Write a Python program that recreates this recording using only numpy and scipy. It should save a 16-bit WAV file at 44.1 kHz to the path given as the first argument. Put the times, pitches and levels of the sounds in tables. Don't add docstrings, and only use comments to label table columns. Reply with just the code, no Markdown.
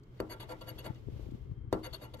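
import sys
import numpy as np
from scipy import signal
from scipy.fft import rfft, irfft
from scipy.io import wavfile

SR = 44100
rng = np.random.default_rng(int(sys.argv[2]) if len(sys.argv) > 2 else 0)


def gain_from_db(level_db):
    decades = np.asarray(level_db, float) / 20
    return 10 ** decades


def transcribe(signal):
    frames = np.atleast_2d(signal).T
    limited = np.clip(frames, -1, 1)
    pcm = np.round(limited * 32767).astype(np.int16)
    wavfile.write(sys.argv[1], SR, pcm)


N = 97020


def evened(x):
    return x / np.sqrt(np.mean(x ** 2) + 1e-20)


def read(points, hz):
    f, value = np.transpose(points)
    return np.interp(np.log(hz + 1), np.log(f + 1), value)


def along(points):
    s, db = np.transpose(points)
    return gain_from_db(np.interp(np.arange(N) / SR, s, db, left=-120, right=-120))


def tint(x, gain_db):
    return irfft(rfft(x) * gain_from_db(read(gain_db, np.fft.rfftfreq(N, 1 / SR))), N)


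def drift(rate_hz):
    return evened(signal.lfilter(*signal.butter(2, rate_hz, fs=SR), rng.standard_normal(N)))


def add(mix, s, sound):
    part = mix[..., round(s * SR):][..., :sound.shape[-1]]
    part += sound[..., :part.shape[-1]]


def convolved(x, pair):
    return signal.oaconvolve(x[None], pair, axes=1)[:, :N]


def likened(a, b, like):
    return np.array([a, like * a + np.sqrt(1 - like ** 2) * b])


# f/Hz, likeness/1
LIKENESS = [(60, 1), (130, 0.95), (400, 0.98), (1000, 0), (9000, 0.14)]
# f/Hz, density/dB per Hz
ROOM_TONE = [(15, -39), (25, 4.5), (130, -24), (194, -15.5), (414, -17.5), (637, -41), (1280, -39.5),
             (8270, -67), (15800, -83)]
# f/Hz, width/Hz, level/dB
WHINES = [(2130, 120, -88), (3170, 86, -88), (1080, 690, -81.5)]


def room():
    floor_db, hum = -55, (119, 22, -54)
    hz = np.fft.rfftfreq(N, 1 / SR)
    a, b = rfft(rng.standard_normal((2, N)))
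    z = likened(a, b, np.clip(read(LIKENESS, hz), 0, 1))
    out = gain_from_db(floor_db) * evened(irfft(z * gain_from_db(read(ROOM_TONE, hz)), N))
    for f, width_hz, db in WHINES + [hum]:
        resonance = 1 / (1 + ((hz - f) / (width_hz / 2)) ** 2)
        out += gain_from_db(db) * evened(irfft(z * resonance, N))
    return out


# t/s, level/dB
AIR = [(0, -62), (.5, -52), (.9, -48.5), (1.1, -40), (1.45, -43.5), (1.75, -49), (1.95, -49.5), (2.2, -49)]
# f/Hz, density/dB per Hz
AIR_TONE = [(20, -24.5), (45, 8), (90, 1.5), (200, -15), (400, -13.5), (700, -49), (1500, -73)]
# t/s, level/dB, f/Hz
PUFFS = [(0.714, -35.5, 100), (0.873, -37, 148), (0.899, -25, 110), (0.905, -32, 256), (1.068, -29.5, 109),
         (1.085, -28.5, 305), (1.123, -32, 105), (1.16, -31, 109), (1.195, -32, 333), (1.265, -39.5, 313),
         (1.288, -33, 226), (1.321, -32.5, 237), (1.336, -29, 106), (1.348, -31, 198), (1.407, -31.5, 58),
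         (1.514, -26.5, 110), (1.578, -33, 102), (1.611, -31.5, 63.6), (1.64, -29.5, 73.4),
         (1.674, -31, 95), (1.911, -35, 59.7), (2.147, -41, 89.5)]


def buffeting():
    lump_db, right_db, puff_turns = 4.5, -9.5, 2.23
    lumpy = rng.standard_normal(N) * gain_from_db(lump_db * drift(38.0))
    left = evened(tint(lumpy, AIR_TONE)) * along(AIR)
    for s, db, hz in PUFFS:
        u = np.arange(0, puff_turns / hz, 1 / SR) * hz / puff_turns
        swell = np.sin(np.pi * u ** 0.46) ** 2
        add(left, s, gain_from_db(db) * swell * np.sin(2 * np.pi * (puff_turns * u + rng.random())))
    low = signal.lfilter(*signal.butter(2, 160.0, fs=SR), left)
    return np.array([left, gain_from_db(right_db) * low])


# t/s, level/dB
RUSTLE = [(0, -81), (.19, -68), (.3, -70.5), (0.88, -61), (0.908, -67), (1.09, -69.5), (1.184, -62.5),
          (1.33, -68), (1.492, -75), (1.528, -75), (1.698, -100), (1.72, -65.5), (2.2, -71.5)]
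# f/Hz, density/dB per Hz
RUSTLE_TONE = [(290, -25.5), (500, -11), (760, -22), (1760, -32.5), (3090, -29.5), (7500, -42),
               (9700, -52.5), (11300, -45), (15800, -46.5)]


def rustle():
    level_db, patchy_db = 3, 1.2
    pair = [evened(tint(rng.standard_normal(N), RUSTLE_TONE)) for _ in range(2)]
    return np.array(pair) * along(RUSTLE) * gain_from_db(level_db + patchy_db * drift(36.0))


def nearby(x):
    early_db, early_t60_s, late_db, late_t60_s = -9, 0.02, -17, 0.46
    t = np.arange(SR // 3) / SR
    taps = rng.choice([-1., 1.], (2, len(t))) * (rng.random((2, len(t))) < 0.06)
    early, late = [taps * gain_from_db(-60 * t / t60) for t60 in (early_t60_s, late_t60_s)]
    early = gain_from_db(early_db) * early / np.linalg.norm(early[0])
    early[0, 0], early[1, 6] = 1, 1
    z = rfft(early[:, :1024])
    ir = gain_from_db(late_db) * late / np.linalg.norm(late[0])
    add(ir, 0, irfft(z / np.sqrt(abs(z) + 0.1)))
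    return convolved(x, ir)


def ringing(drive, modes):
    wander_db = 3.5
    t, out = np.arange(2048) / SR, np.zeros((2, N))
    quarter = np.array([[np.pi / 2], [0]])
    for hz, width_hz, db in modes:
        ring = t * np.exp(-1.5 * np.pi * width_hz * t) * np.sin(2 * np.pi * hz * t + quarter)
        wander = wander_db * np.array([drift(24.0), drift(20.0)])
        out += gain_from_db(db + wander) * convolved(drive, ring / np.linalg.norm(ring[0]))
    return out


# f/Hz, width/Hz, level/dB
COIN = [(4520, 110, 0), (4350, 200, -3), (6500, 200, -7), (7500, 350, -17), (9800, 300, -17),
        (11390, 110, -7), (11050, 400, -10), (12200, 500, -15), (13400, 600, -18)]
# f/Hz, width/Hz, level/dB
COIN_LOW = [(2890, 80, 0), (2700, 90, -6), (3360, 110, -3), (3700, 150, -6)]
# t/s, level/dB, decay/s
TICKS = [
    (0.034, -59, 0.0036),
    (0.1705, -74, .003),
    (.7765, -63, 0.0022),
    (0.947, -56, .0015),
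    (1.312, -58, 0.0019),
    (1.977, -68, 0.0018),
    (2.17, -59, 0.007),
]
# f/Hz, gain/dB
DRY_TONE = [(1500, -25), (2500, -6), (4300, 0), (7500, -5), (9000, -18), (12000, -14), (15500, -10)]


def ticks():
    ring_gain = 0.08
    air, t = np.zeros(N), np.arange(1500) / SR
    for s, db, decay_s in TICKS:
        add(air, s, gain_from_db(db) * np.exp(-t / decay_s) * rng.standard_normal(1500))
    return nearby(tint(air, DRY_TONE)) + ring_gain * ringing(air, COIN_LOW + COIN)


# f/Hz, level/dB, t60/s
TABLE = [(110, -5.5, 0.13), (238.8, -9.5, 0.33), (314.6, -3.5, 0.35), (350, -4, 0.2), (380.7, -8.5, 0.39),
         (469.2, -12.5, 0.17), (497, -6, 0.19), (595.7, -3.5, 0.088), (682, -18.5, 0.076), (834, -5, 0.1),
         (936, -6, 0.074), (1118, -22, 0.1), (1346, -2.5, 0.14), (1930, -21, 0.066)]
# f/Hz, density/dB per Hz
DENSE = [(80, 7), (200, -5.5), (350, 10), (700, 3.5), (1200, 3.5), (1600, -5), (2150, 9.5), (3500, -45)]
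# f/Hz, t60/s
DENSE_T60 = [(200, 0.31), (700, 0.22), (1400, 0.21), (3000, 0.057)]


def table_ring():
    cluster, skew_hz, dense_db = 0.012, 520, -1
    hz, db, t60 = np.repeat(np.transpose(TABLE), 3, axis=1)[:, :, None]
    t = np.arange(SR // 2) / SR
    detune, skew = rng.uniform(-1.045, 1, (2, len(hz), 1))
    turn = 2 * np.pi * hz * (1 + cluster * detune) * t
    decay = gain_from_db(db - 60 * t / t60)
    phase = skew * hz / skew_hz
    modes = np.array([(decay * np.cos(turn + side * phase)).sum(0) for side in (1, -1)])
    f, s, z = signal.stft(rng.standard_normal((2, len(t))), SR, nperseg=256)
    z = likened(z[0], z[1], np.clip(read(LIKENESS, f), 0, 1)[:, None])
    fade_db = read(DENSE, f)[:, None] - 60 * s / read(DENSE_T60, f)[:, None]
    crowd = signal.istft(z * gain_from_db(fade_db), SR, nperseg=256)[1][:, :len(t)]
    crowd = crowd * np.minimum(t / 0.0035, 1)
    return modes / np.linalg.norm(modes[0]) + gain_from_db(dense_db) * crowd / np.linalg.norm(crowd[0])


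def slipping():
    slips_per_s, spread_db, chatter_db = 9000, 2.4, 1.2
    sizes = gain_from_db(spread_db * np.minimum(rng.exponential(1, N), 4)) * rng.choice([-1., 1.], N)
    slips = sizes * (rng.random(N) < slips_per_s / SR)
    return evened(slips + 0.39 * rng.standard_normal(N)) * gain_from_db(chatter_db * drift(87.0))


def stroke(length_s, db, rise=0.15, fall=0.66):
    u = np.arange(0, length_s, 1 / SR) / length_s
    return gain_from_db(db) * np.clip(np.minimum(u / rise, (1 - u) / fall), 0, 1) ** 1.44


# t/s, level/dB, length/s
BRUSHES = [
    (0.16, -73.5, 0.066),
    (0.192, -65, 0.027),
    (0.95, -68, 0.034),
    (1.159, -73, 0.016),
    (1.304, -70, 0.012),
    (1.726, -49.5, 0.025),
]
# t/s, length/s, level/dB, table share/dB, low ring share/dB
FORTH = [
    (0.29, 0.059, -51.5, 3, -7),
    (0.478, 0.064, -62.5, 13, -2.5),
    (0.658, 0.065, -59, 5.5, -4.5),
    (0.832, 0.053, -57.5, 9.5, -0.5),
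    (1.826, 0.056, -52.5, 0.5, -6.5),
    (2.003, 0.069, -63.5, 8.5, -3),
    (2.183, 0.053, -54.5, 3, -3),
]
# t/s, length/s, level/dB, table share/dB, low ring share/dB
BACK = [
    (0.394, 0.063, -57, 4, 0),
    (0.607, 0.029, -61, 10, 4),
    (0.779, 0.041, -56, 0.5, 1),
    (1.924, 0.048, -49, -4.5, -3),
    (2.135, 0.021, -59, 10, -0.5),
]
# f/Hz, density/dB per Hz
GRIT = [(500, -10), (1100, -2), (2050, 0), (2500, -9), (4300, -10), (5500, -28), (8600, -31), (15500, -32)]
# f/Hz, density/dB per Hz
GRIT_BACK = [(500, -8), (1100, -4), (2200, -14), (3000, -3), (4300, -7), (5500, -26), (8600, -28),
             (15500, -29)]
# f/Hz, width/Hz, level/dB
CARD = [(509.4, 27, 2), (604, 105, -0.5), (679, 130, -3.5), (880, 13, -4), (963, 45, -1), (1104, 50, -10),
        (1380, 17, -6.5)]


def scraping(table):
    grit_db, grit_back_db, second_train_db = -0.5, 2.5, -23
    coin_db, low_db, card_db, table_db = -4, -3.5, -7.5, -2
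    lead_s, coast_s, coast_db, hiss_coast_db = 0.022, 0.038, -21, -35
    forth, back, push, low, light = np.zeros((5, N))
    for rows, way, rise, fall in ((FORTH, forth, 0.37, 0.33), (BACK, back, 0.18, 0.74)):
        for s, length_s, db, share_db, low_share_db in rows:
            for mix, more_db in ((way, 0), (push, share_db), (low, low_share_db)):
                add(mix, s, stroke(length_s, db + more_db, rise, fall))
    for s, db, length_s in BRUSHES:
        add(light, s, stroke(length_s, db))

    t = np.arange(-SR // 4, SR // 4 + 1) / SR
    coast = np.exp(-np.maximum(t / coast_s, -t / lead_s)) / (coast_s * SR) * gain_from_db(13)
    uneven = gain_from_db(1.2 * drift(57.0))

    def dragged(pressure, db):
        return uneven * (pressure + gain_from_db(db) * signal.oaconvolve(pressure, coast, "same"))

    rough_forth, rough_back = dragged(forth, hiss_coast_db), dragged(back, hiss_coast_db)
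    forth, back = dragged(forth, coast_db - 17), dragged(back, coast_db - 15)
    push, low = dragged(push, coast_db), dragged(low, coast_db)

    slips = slipping()
    out = np.zeros((2, N))
    for train, db in ((slips, 0), (slipping(), second_train_db)):
        hiss = (gain_from_db(grit_db) * rough_forth + light) * evened(tint(train, GRIT))
        hiss += gain_from_db(grit_back_db) * rough_back * evened(tint(train, GRIT_BACK))
        out += nearby(gain_from_db(db) * hiss)
    out += gain_from_db(coin_db) * ringing((forth + back + 0.28 * light) * slips, COIN)
    out += gain_from_db(card_db) * ringing(push * slips, CARD)
    out += gain_from_db(low_db) * ringing((low + 0.42 * light) * slips, COIN_LOW)
    return out + gain_from_db(table_db) * convolved(push * slips, table)


# t/s, level/dB, rim tick/dB
KNOCKS = [
    (0.2027, -25, -9),
    (1.728, -18.5, -8),
]
# f/Hz, gain/dB
TICK_TONE = [(1000, 19.5), (5000, -5), (12000, -10), (15500, -5), (16500, -45)]


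def knocks(table):
    blow_s, rebound, thud_db = 0.00081, 0.9, -6
    tick_lead_s, tick_decay_s, coin_gain = 0.00086, 0.00092, 0.22
    air, wood = np.zeros(N), np.zeros((2, N))
    blow = -np.sin(np.pi * np.arange(0, blow_s, 1 / SR) / blow_s) ** 2
    ring = convolved(blow, table)
    ring = ring / abs(ring).max()
    dent = np.r_[blow, -rebound * np.repeat(blow, 2)]
    add(ring, 0, gain_from_db(thud_db) * np.tile(dent, (2, 1)))
    t = np.arange(600) / SR
    snap = np.minimum(t / 0.0003, 1) * np.exp(-t / tick_decay_s)
    for s, db, tick_db in KNOCKS:
        add(wood, s, gain_from_db(db) * ring)
        add(air, s - tick_lead_s, gain_from_db(db + tick_db) * snap * rng.standard_normal(600))
    return wood + nearby(tint(air, TICK_TONE)) + coin_gain * ringing(air, COIN + COIN_LOW)


# f/Hz, left over right/dB
PORTS = [(60, -13.5), (180, 3.5), (550, 6), (1300, -2), (2400, 3.5), (4970, 13), (8000, -18), (15000, 4.5)]


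def scene():
    table = table_ring()
    coin = ticks() + scraping(table) + knocks(table)
    f, db = np.transpose(PORTS)
    coin = np.array([tint(c, np.transpose([f, side * db / 2])) for c, side in zip(coin, (1, -1))])
    return room() + buffeting() + rustle() + coin


def low_pass(x):
    return signal.sosfilt(signal.butter(12, 16420, fs=SR, output="sos"), x)


def record(dry):
    bass_hz, port_hz, port_width_hz, port_db, edge_hz = 33, 11400, 350, 6, 15750
    hz = np.fft.rfftfreq(N, 1 / SR)
    colour = gain_from_db(port_db / (1 + ((hz - port_hz) / port_width_hz) ** 2))
    colour = colour * hz ** 2 / (hz ** 2 + bass_hz ** 2)
    colour = colour / (1 + (hz / edge_hz) ** 160)
    return low_pass(irfft(rfft(dry) * colour, N))


dry = scene()
out = record(dry)
transcribe(out)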